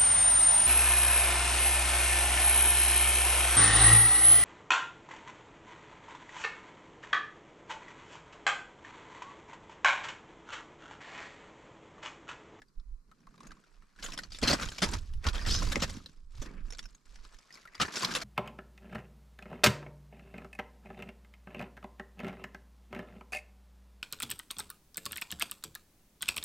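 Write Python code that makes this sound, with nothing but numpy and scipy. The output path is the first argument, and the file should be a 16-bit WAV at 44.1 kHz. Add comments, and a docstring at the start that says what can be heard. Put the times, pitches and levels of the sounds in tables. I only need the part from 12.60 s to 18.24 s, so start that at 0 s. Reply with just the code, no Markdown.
"""Outdoors on loose, brittle lava clinker, boots shift and step close to a stereo microphone.
Each crunch is a burst of tiny fractures in which one shard rings briefly and the ground thuds.
Single pebbles click, made as shorter bursts; between them shaped noise and ticking chips grind under the sole.
Two slips of trapped grit squeak through gliding resonances. Low noise swells and sags as a light breeze
rumbles and low thumps, from wind or heavy steps, shake the microphone, over a faint wash of still air."""
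import sys
import numpy as np
from scipy import signal
from scipy.fft import rfft, irfft, next_fast_len
from scipy.io import wavfile
from scipy.ndimage import uniform_filter1d

SR = 44100
rng = np.random.default_rng(int(sys.argv[2]) if len(sys.argv) > 2 else 0)


def waveform_to_disk(signal):
    """Save audio, clipped to [-1, 1], as 16-bit WAV at the path in sys.argv[1]."""
    frames = np.transpose(np.atleast_2d(signal))
    scaled = np.clip(frames, -1, 1) * 32767
    samples = np.round(scaled).astype(np.int16)
    wavfile.write(sys.argv[1], SR, samples)


N = 248533

# breaking clinker as the microphone hears it: (frequency [Hz], level [dB per Hz])
ROCK = [(290, -16.5), (500, 0.5), (840, -8.5), (1410, -2.5), (2510, -5), (4300, -3), (5300, -3),
        (7000, -10.5), (7800, -12), (8500, -18.5), (10100, -19), (13300, -29), (14500, -46), (15600, -56)]


def gain_of(db):
    """Amplitude factor of a level in dB."""
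    return 10 ** (np.asarray(db) / 20)


def evened(x):
    """Scales each row to an RMS of one."""
    return x / np.sqrt(np.mean(x ** 2, -1, keepdims=True) + 1e-20)


def loud(x):
    """Scales to a peak of one."""
    return x / abs(x).max()


def read(points, hz):
    """Reads a curve of (frequency, value) points along a log frequency axis."""
    f, value = np.transpose(points)
    return np.interp(np.log(hz + 1), np.log(f + 1), value)


def per_sample(gains):
    """Spreads gains given every millisecond over the samples."""
    return np.array([np.interp(np.arange(N) / SR, np.arange(len(g)) / 1000, g) for g in gains])


def add(mix, s, sound):
    """Lays a sound into the mix from second s on, cut off at the end of the mix."""
    part = mix[round(s * SR):][:len(sound)]
    part += sound[:len(part)]


def colour(x, db_of):
    """Causal filter with the gain db_of(Hz): its phase follows from the log gain."""
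    hz = abs(np.fft.fftfreq(8192, 1 / SR))
    log_gain = np.log(gain_of(np.maximum(db_of(hz), -100)))
    taps = np.fft.ifft(np.exp(np.conj(signal.hilbert(log_gain)))).real[:4096]
    return signal.oaconvolve(x, taps)[:len(x)]


def resonate(x, hz, width):
    """A resonance, width in Hz: shifts the fixed or gliding pitch hz to zero, smooths, shifts back."""
    turn = np.exp(2j * np.pi * np.cumsum(hz * np.ones(len(x))) / SR)
    r = np.exp(-np.pi * width / SR)
    return 2 * (turn * signal.lfilter([1 - r], [1, -r], x / turn)).real


def fractures(shape, per_s, spread_db, hiss):
    """Sparse snaps of random sign, a few of them large, over a fine hiss of dust."""
    size = gain_of(spread_db * np.minimum(rng.exponential(1, shape), 4))
    snaps = size * rng.choice([-1., 1.], shape) * (rng.random(shape) < per_s / SR)
    return evened(snaps) + hiss * rng.standard_normal(shape)


def clumps(spread_db, size):
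    """Uneven pressure: a gain that wanders within milliseconds, smoothed over size samples."""
    wander = uniform_filter1d(uniform_filter1d(rng.standard_normal(N), size), size)
    return gain_of(spread_db * evened(wander))


def air():
    """Faint steady wash of still outdoor air, partly alike on both ports."""
    # colour of the wash: (frequency [Hz], level [dB per Hz])
    air_curve = [(65, -34.5), (110, -10.5), (156, -9), (343, -21.5), (381, -20), (405, -18), (653, -36),
                 (1050, -18.5), (3490, -47), (4040, -28), (15500, -41)]
    shared, left, right = (colour(n, lambda f: read(air_curve, f)) for n in rng.standard_normal((3, N)))
    return gain_of(-76.5) * evened(np.array([shared + 1.8 * left, shared + 3.4 * right]))


def rumble_swells():
    """Gains of flutter and thumps: smooth bell-shaped swells of the low rumble over a low floor."""
    # smooth swells of the low rumble, before the port gains:
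    # (middle [s], half length [s], flutter [dB], thumps over the flutter [dB])
    swell_rows = [(0.046, 0.041, -62, -45), (0.192, 0.02, -37.5, -23), (0.316, 0.058, -40, -24),
                  (0.49, 0.035, -57, -27), (0.693, 0.021, -56, -40), (0.903, 0.045, -51, -40),
                  (1.19, 0.086, -56.5, -22), (1.492, 0.082, -45.5, -27), (1.72, 0.093, -47.5, -10),
                  (1.845, 0.02, -32, 0.5), (1.929, 0.067, -45.5, 6.5), (2.067, .05, -40.5, -1.5),
                  (2.344, 0.092, -36, -0.5), (2.554, 0.062, -33.5, -4.5), (2.678, 0.012, -29, 4),
                  (2.747, .05, -31, -20), (2.935, 0.098, -28, -3.5), (3.068, 0.047, -29, -3.5),
                  (3.226, 0.14, -42.5, 2.5), (3.66, 0.1, -46, -23), (3.8, 0.039, -35.5, -4),
                  (3.89, 0.027, -44, -8), (4.05, 0.091, -37.5, -14), (4.237, 0.046, -44.5, -32.5),
                  (4.322, 0.026, -52.5, -27), (4.497, 0.036, -50.5, -28), (4.604, 0.072, -46.5, -26.5),
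                  (4.75, .035, -52.5, -30), (5.094, 0.14, -67, -30), (5.236, 0.028, -54.5, 12),
                  (5.57, .09, -56, -15)]
    # between swells: flutter [dB], thumps [dB]
    lull_db = [-76.5, -93]
    t = np.arange(0, N / SR, .001)
    out = gain_of(lull_db)[:, None] * np.ones(len(t))
    for s, half, db, thump_db in swell_rows:
        bell = np.exp(-abs((t - s) / half) ** 1.76)
        out = np.hypot(out, gain_of([[db], [db + thump_db]]) * bell)
    return per_sample(out)


def low_rumble():
    """Slow flutter of a breeze, and low thumps and shaking of the microphone, from wind or heavy steps."""
    # slow pressure flutter: (frequency [Hz], level [dB per Hz])
    flutter_curve = [(8, -26), (20, 3), (30, -1), (45, -7), (65, -29.5), (100, -87.5)]
    # low thumps and shaking of the microphone: (frequency [Hz], level [dB per Hz])
    thump_curve = [(30, -41.5), (55, -1.5), (75, -5), (105, -10.5), (150, -38), (250, -67.5)]
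    flutter_gain, thump_gain = rumble_swells()
    hz = np.fft.rfftfreq(N, 1 / SR)
    curves_db = [read(flutter_curve, hz), read(thump_curve, hz), read(flutter_curve, hz)]
    spectra = rfft(rng.standard_normal((3, N))) * gain_of(curves_db)
    flutter, thumps, own = evened(irfft(spectra, N))
    # level out the noise, so that the gains set the swells
    flutter, thumps = (x / np.sqrt(uniform_filter1d(x ** 2, 3500) + 0.26) for x in (flutter, thumps))
    # left and right gains, stronger on the right, with a little flutter that opposes between the ports
    flutter_ports = gain_of([[-2.5], [4.0]]) * flutter + .15 * np.array([own, -own])
    thump_ports = gain_of([[-1.6], [1.3]]) * thumps
    return flutter_gain * flutter_ports + thump_gain * thump_ports


def pressure():
    """Gains of grit, stones and ground: each scuff sets in, swells or sags, dies away and settles."""
    # scuffs of the sole: (start [s], length [s], grit at the start [dB], swell to the end [dB],
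    # heavier stones over the grit [dB], ground rumble over the grit [dB])
    scuff_rows = [(0, 0.22, -83, -13, -3, 11), (0.481, 0.39, -86, 13, 2, 13),
                  (0.84, 0.16, -70, -6, 5.5, 12), (1.017, 0.32, -75, -5.5, 3.5, -1.5),
                  (1.388, .12, -62, 11, -2, -3.5), (1.538, 0.12, -59.5, -2.5, -2, 2.5),
                  (1.716, 0.054, -56.5, 4.5, -15, -11), (1.833, 0.099, -45.5, 10, 2.5, -1),
                  (1.996, 0.058, -44.5, -2, 2, -2.5), (2.086, .11, -53, -1.5, -5, -4),
                  (2.232, 0.13, -45, -4, -1.5, 2), (2.382, 0.26, -63, -13, -1.5, 1),
                  (2.649, 0.031, -52, 9, 5, -3), (2.746, 0.15, -49, -10, 2, -1),
                  (2.893, 0.072, -38, -3.7, -5, -3.5), (2.992, 0.11, -43.5, -1, -4, -1),
                  (3.142, 0.23, -51, -4.5, -2, 5), (3.406, .26, -64.5, -19, -3, 5),
                  (3.714, 0.15, -71, 14, -1, -5), (3.863, 0.15, -68.5, -6.5, 11.5, 18),
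                  (4.057, 0.094, -66.5, -6, 2, 5), (4.184, 0.24, -68.5, -11.5, -2, 1.5),
                  (4.458, 0.2, -72, 7.5, -2, -9), (4.643, 0.35, -68, -2, 0.5, -21),
                  (4.933, 0.11, -62.5, -6.5, -1, -25), (5.09, 0.11, -75.5, 12, 5, -17),
                  (5.241, 0.1, -45.5, -9.5, 2, -9), (5.338, 0.092, -43, 6.5, -3, -19),
                  (5.44, 0.18, -42, -7, 1, -2.5)]
    # while the boots rest: grit [dB], stones [dB], ground [dB]
    rest_db = [-91.5, -89, -81]
    press_db_per_s, lift_db_per_s = 698.5, 444.5
    settle_db, settle_db_per_s = -33.5, 92.5  # crumbs keep settling, far quieter and slower
    t = np.arange(0, N / SR, .001)
    out = gain_of(rest_db)[:, None] * np.ones(len(t))
    for s, length, db, swell_db, stones_db, ground_db in scuff_rows:
        u, after = t - s, np.maximum(t - s - length, 0)
        shape = gain_of(swell_db * np.clip(u / length, 0, 1) + press_db_per_s * np.minimum(u, 0))
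        shape *= gain_of(-lift_db_per_s * after) + gain_of(settle_db - settle_db_per_s * after)
        out = np.hypot(out, gain_of([[db], [db + stones_db], [db + ground_db]]) * shape)
    return per_sample(out)


def grind():
    """Grit, stones and ground rub in clumps, partly together; small chips tick at their own pitches."""
    # stones rubbing on the ground: (frequency [Hz], level [dB per Hz])
    rub_curve = [(65, -39), (110, -6.5), (183, 2), (267, -4), (414, -10.5), (497, -15), (800, -22),
                 (1100, -16.5), (1600, -18), (2070, -23.5), (2520, -21), (3200, -30.5), (4160, -71.5),
                 (7040, -120)]
    together = clumps(1.64, 300)
    shard = rng.integers(0, 24, N)  # which of the 24 pitches each tick excites
    ticks = together * fractures(N, 700, 3.5, 0)
    pitches = np.geomspace(1000, 8000, 24)
    chips = evened(sum(resonate(ticks * (shard == k), hz, .03 * hz) for k, hz in enumerate(pitches)))
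    rubs = [together * clumps(2.2, 250) * fractures(N, 1000, 3.3, .4) for _ in range(3)]

    grit = evened(colour(rubs[0], lambda f: read(ROCK, f))) + .7 * chips
    grit = signal.sosfilt(signal.butter(3, 2500, "high", fs=SR, output="sos"), grit)
    stones = evened(colour(rubs[1], lambda f: read(rub_curve, f))) + 0.38 * chips
    stones = signal.sosfilt(signal.butter(2, [550, 2800], "band", fs=SR, output="sos"), stones)
    ground = colour(rubs[2], lambda f: read(rub_curve, f))
    ground = signal.sosfilt(signal.butter(2, 550, fs=SR, output="sos"), ground)
    return (pressure() * evened(np.array([grit, stones, ground]))).sum(0)


def breaking(burst, bumps_db, hz, width, thud_db, ring_db, tilt_db):
    """Snaps sound through the rock with their own uneven colour, one ringing piece and the ground."""
    # thud of the ground: (frequency [Hz], level [dB per Hz])
    ground_curve = [(45, -29.5), (80, -18), (130, -4.5), (270, -4.5), (400, -9.5), (560, -5), (850, -20),
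                    (1400, -65)]
    uneven = np.transpose([np.geomspace(500, 12000, len(bumps_db)), bumps_db])
    tilt_db = tilt_db - 0.5 * np.log2(hz / 2500)  # dB per octave, less for pieces that ring high

    def rock_db(f):
        return read(ROCK, f) + read(uneven, f) + tilt_db * np.log2(np.clip(f, 600, 8000) / 2500)

    broad = colour(burst, rock_db)
    thud = colour(burst, lambda f: read(ground_curve, f))
    ring = resonate(burst, hz, width)
    crack = loud(loud(broad) + gain_of(ring_db) * loud(ring))
    return crack + gain_of(thud_db) * loud(thud)


def clicks():
    """Single pebbles click: one sharp contact and a few milliseconds of chatter."""
    # (time [s], peak before the thud is added [dB], ringing pebble [Hz], ring over the click [dB])
    click_rows = [(0.018, -42.5, 1700, 0.5), (.083, -63, 4730, 12), (.197, -54.5, 3750, -1),
                  (0.514, -52.5, 1280, 12), (0.603, -62.5, 5600, 9), (.669, -48, 1090, 13),
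                  (0.741, -52, 1200, 14), (.778, -49, 1140, 4), (.804, -43.5, 1100, 1),
                  (0.831, -47, 1060, -3), (0.869, -45.5, 6560, 2), (.907, -46, 1560, 2),
                  (0.917, -39.5, 1310, -4), (.969, -58, 1120, 6), (1.038, -54.5, 1380, -1),
                  (1.222, -54.5, 1330, 10), (1.361, -51, 1470, -8), (1.389, -46, 1700, 27),
                  (1.414, -55, 2170, -9), (1.462, -30.5, 3040, -14), (1.487, -38, 1033, 3),
                  (1.521, -32.5, 2580, -2), (1.576, -27.5, 4640, -21), (1.588, -24.5, 1940, -8.5),
                  (1.634, -33, 4440, -8), (1.705, -44.5, 4700, -11), (1.72, -34, 4660, -5),
                  (1.746, -35.5, 3560, -1), (1.786, -33, 7580, -6), (1.815, -34, 3300, -8),
                  (2.059, -32, 3630, 1), (2.087, -27, 3120, -6.5), (2.118, -35, 1510, -4),
                  (2.204, -35.5, 3300, -17), (2.269, -36, 910, 6), (2.289, -28.5, 970, -3),
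                  (2.386, -39, 3960, -15), (2.536, -45, 3020, -4), (2.731, -38, 3250, 0),
                  (2.779, -31.5, 3310, 3), (2.792, -34.5, 1830, 10), (2.812, -38, 4900, 6),
                  (2.822, -39, 4900, 2), (2.832, -38, 4900, 2), (2.851, -34, 1900, 2), (3.4, -50, 1210, 0),
                  (3.46, -35, 4030, 5.5), (3.859, -43, 980, 2), (4.104, -37, 5410, -1),
                  (4.123, -34.5, 5500, -3.5), (4.133, -36.5, 5300, -3), (4.148, -41, 3840, -7),
                  (4.171, -48, 7500, -1), (4.184, -37, 5500, 0), (4.191, -28.5, 4510, -13),
                  (4.227, -44.5, 5700, -5), (4.239, -47, 5500, -4), (4.255, -39, 5280, -2),
                  (4.288, -54, 5000, -7), (4.305, -57, 7000, -1), (4.347, -46.5, 6520, 1),
                  (4.467, -55, 1390, 3), (4.557, -46.5, 1750, -9), (4.649, -42.5, 1290, -9),
                  (4.744, -44, 1890, -11), (4.787, -44.5, 5070, -6), (4.905, -45, 1870, 11),
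                  (4.925, -44, 5080, 10), (4.94, -42.5, 5100, 8), (4.954, -38.5, 4200, -5),
                  (4.973, -47, 2000, -2), (5.028, -51, 1980, 16), (5.053, -42, 1344, 19),
                  (5.074, -45, 1870, 11), (5.134, -49, 1990, 12), (5.146, -41, 1980, 10),
                  (5.166, -52, 2000, 14), (5.178, -48, 2050, 14), (5.151, -37, 4720, -1.5),
                  (5.368, -20.5, 1440, -14), (5.447, -14.5, 4000, -9), (5.538, -26, 4900, -3)]
    t, out = np.arange(4000) / SR, np.zeros(N)
    snaps = fractures((len(click_rows), len(t)), 6000, 2.8, .4)
    bumps_db = 3.5 * rng.standard_normal((len(click_rows), 24))
    for (s, db, hz, ring_db), snap, bumps in zip(click_rows, snaps, bumps_db):
        fade = np.exp(-t / 0.0034) + 0.1 * np.exp(-t / 0.0081)
        burst = snap * np.minimum(t / 0.00066, 1) * fade
        thud_db = -17 - 3 * np.log2(hz / 2500)  # larger, lower pebbles shake the ground more
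        width = 60 + 0.023 * hz
        add(out, s, gain_of(db) * breaking(burst, bumps, hz, width, thud_db, ring_db, tilt_db=1))
    return out


def crunches():
    """A lump gives way: snaps swell, crowd for the burst length and stop short, crumbs trailing."""
    # (time [s], peak before the thud is added [dB], ringing shard [Hz], burst length [s],
    # thud over the peak [dB], ring over the burst [dB])
    crunch_rows = [(1.424, -29.5, 2120, 0.017, -26, -20), (1.438, -29, 6680, 0.02, -23, 0.5),
                   (1.531, -32.5, 5300, 0.016, -12, -2), (1.823, -30.5, 3360, .018, 9, -5),
                   (1.826, -19.5, 4210, 0.02, -12, -9), (1.873, -16.5, 4200, 0.04, -9, -26),
                   (1.896, -17, 4350, 0.024, -5.5, 3), (1.926, -17.5, 4620, 0.017, -1, -4),
                   (2.027, -25.5, 1470, .012, -38, -8), (2.18, -27.5, 2250, 0.013, -42, -17),
                   (2.218, -14.5, 4750, .033, -7.5, -20), (2.333, -22, 910, .012, -10.5, -12.5),
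                   (2.639, -31.5, 1980, 0.01, -26, -14), (2.664, -19.5, 1100, 0.011, -8, -7.5),
                   (2.684, -22, 3350, 0.0073, -15.5, -3), (2.746, -29.5, 3180, 0.023, -33.5, -11),
                   (2.86, -26, 1310, 0.034, -7, -13), (3.017, -29.5, 1110, 0.019, -7, -3),
                   (3.117, -20.5, 1700, 0.017, -13, -17), (3.156, -15, 2010, 0.0034, -14, -3.5),
                   (3.163, -36, 1880, 0.019, 12, -10), (3.196, -31, 5660, 0.029, -8.5, -10),
                   (3.218, -17, 3680, 0.028, -6, -25), (3.292, -33, 4570, 0.0098, -4.5, -15),
                   (3.816, -36.5, 6000, .02, -1.5, 0), (5.198, -19, 1280, .017, -10, 2.5),
                   (5.212, -15, 1320, 0.02, -12, -9.5), (5.354, -25.5, 5300, 0.012, -33, -0.5),
                   (5.429, -20.5, 1044, 0.007, -45, -3.5), (5.506, -28, 1600, 0.016, -13, -4),
                   (5.548, -17, 1160, 0.026, -51, -15.5), (5.613, -26, 5300, 0.018, -38, -36)]
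    rise_s = 0.0033
    t, out = np.arange(6000) / SR, np.zeros(N)
    snaps = fractures((len(crunch_rows), len(t)), 2400, 1.1, 0.34)
    bumps_db = 2.5 * rng.standard_normal((len(crunch_rows), 24))
    for (s, db, hz, length, thud_db, ring_db), snap, bumps in zip(crunch_rows, snaps, bumps_db):
        hold = np.exp(-(t / length) ** 2.93) + 0.23 * np.exp(-t / 0.008)
        burst = snap * np.minimum(t / rise_s, 1) * hold
        add(out, s, gain_of(db) * breaking(burst, bumps, hz, 0.069 * hz, thud_db, ring_db, tilt_db=-0.08))
    return out


def drags():
    """A sole dragged over rock: slips of trapped grit excite three resonances that follow the drag."""
    # one list per drag: (time [s], level [dB], pitch [Hz])
    drag_paths = [
        [(1.83, -32, 4300), (1.866, -47.5, 4330), (1.88, -24, 4140), (1.91, -44, 4440), (1.96, -42, 4840)],
        [(2.86, -58, 4070), (2.9, -38, 4240), (2.935, -31.5, 5030), (2.97, -36, 5240), (3.01, -46, 5330)],
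    ]
    out = np.zeros(N)
    for rows in drag_paths:
        s, db, pitch = np.transpose(rows)
        t = np.arange(s[0], s[-1], 1 / SR)
        slips = clumps(3.0, 200)[:len(t)] * fractures(len(t), 1500, 2.5, .4)
        hz = np.interp(t, s, pitch)
        squeak = np.zeros(len(t))
        for ratio, share in [(1, 1), (.76, .5), (1.16, .6)]:
            squeak += share * resonate(resonate(slips, ratio * hz, 900), ratio * hz, 220)
        level = gain_of(np.interp(t, s, db))
        add(out, s[0], level * evened(squeak) * signal.windows.tukey(len(t), .2))
    return out


def ports(x):
    """The two microphone ports differ in level and phase with frequency."""
    # left port over right: (frequency [Hz], level [dB])
    level_curve = [(60, -3.5), (150, -3), (380, -3.5), (950, 0.5), (2380, 3.5), (5980, -1.5), (15000, 5)]
    # left port ahead of right: (frequency [Hz], phase [radians])
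    lead_curve = [(60, 0), (300, .3), (780, .9), (2150, -.1), (3200, .2)]
    size = next_fast_len(N + 4096)
    hz = np.fft.rfftfreq(size, 1 / SR)
    half = gain_of(read(level_curve, hz) / 2) * np.exp(.5j * read(lead_curve, hz))
    return irfft(rfft(x, size) * np.array([half, 1 / half]), size)[:, :N]


def echoes(x):
    """The grains lie in several places, each with its own short reflections to either port."""
    # echoes off nearby rock: (frequency [Hz], level [dB])
    scatter_curve = [(60, -21.5), (600, -5), (2000, -3), (5000, -8), (8000, -4), (13000, 3.5)]
    t, places = np.arange(3000) / SR, 4
    # the share of each place wanders within milliseconds
    share = uniform_filter1d(uniform_filter1d(rng.standard_normal((places, N)), 120), 120)
    share /= np.linalg.norm(share, axis=0)
    shape = (places, 2, len(t))
    taps = rng.choice([-1., 1.], shape) * (rng.random(shape) < .08)
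    taps *= gain_of(-60 * t / 0.047) * (t > .0003)  # 60 dB down after 47 ms
    taps /= np.linalg.norm(taps, axis=2, keepdims=True)
    sent = share * colour(x, lambda f: read(scatter_curve, f))
    return signal.oaconvolve(sent[:, None], taps, axes=2).sum(0)[:, :N]


def scene():
    """Steps heard directly and off nearby rock, with low rumble and still air."""
    steps = crunches() + clicks() + grind() + drags()
    return ports(steps) + echoes(steps) + low_rumble() + air()


def record(dry):
    """The microphone loses the highest treble; then the band limit of the recorder."""
    dull = signal.sosfilt(signal.butter(4, 13000, fs=SR, output="sos"), dry)
    edge = signal.firwin(2047, 15735, window=("kaiser", 9), fs=SR)
    return signal.oaconvolve(dull, edge[None], "same")


dry = scene()
out = record(dry)
waveform_to_disk(out)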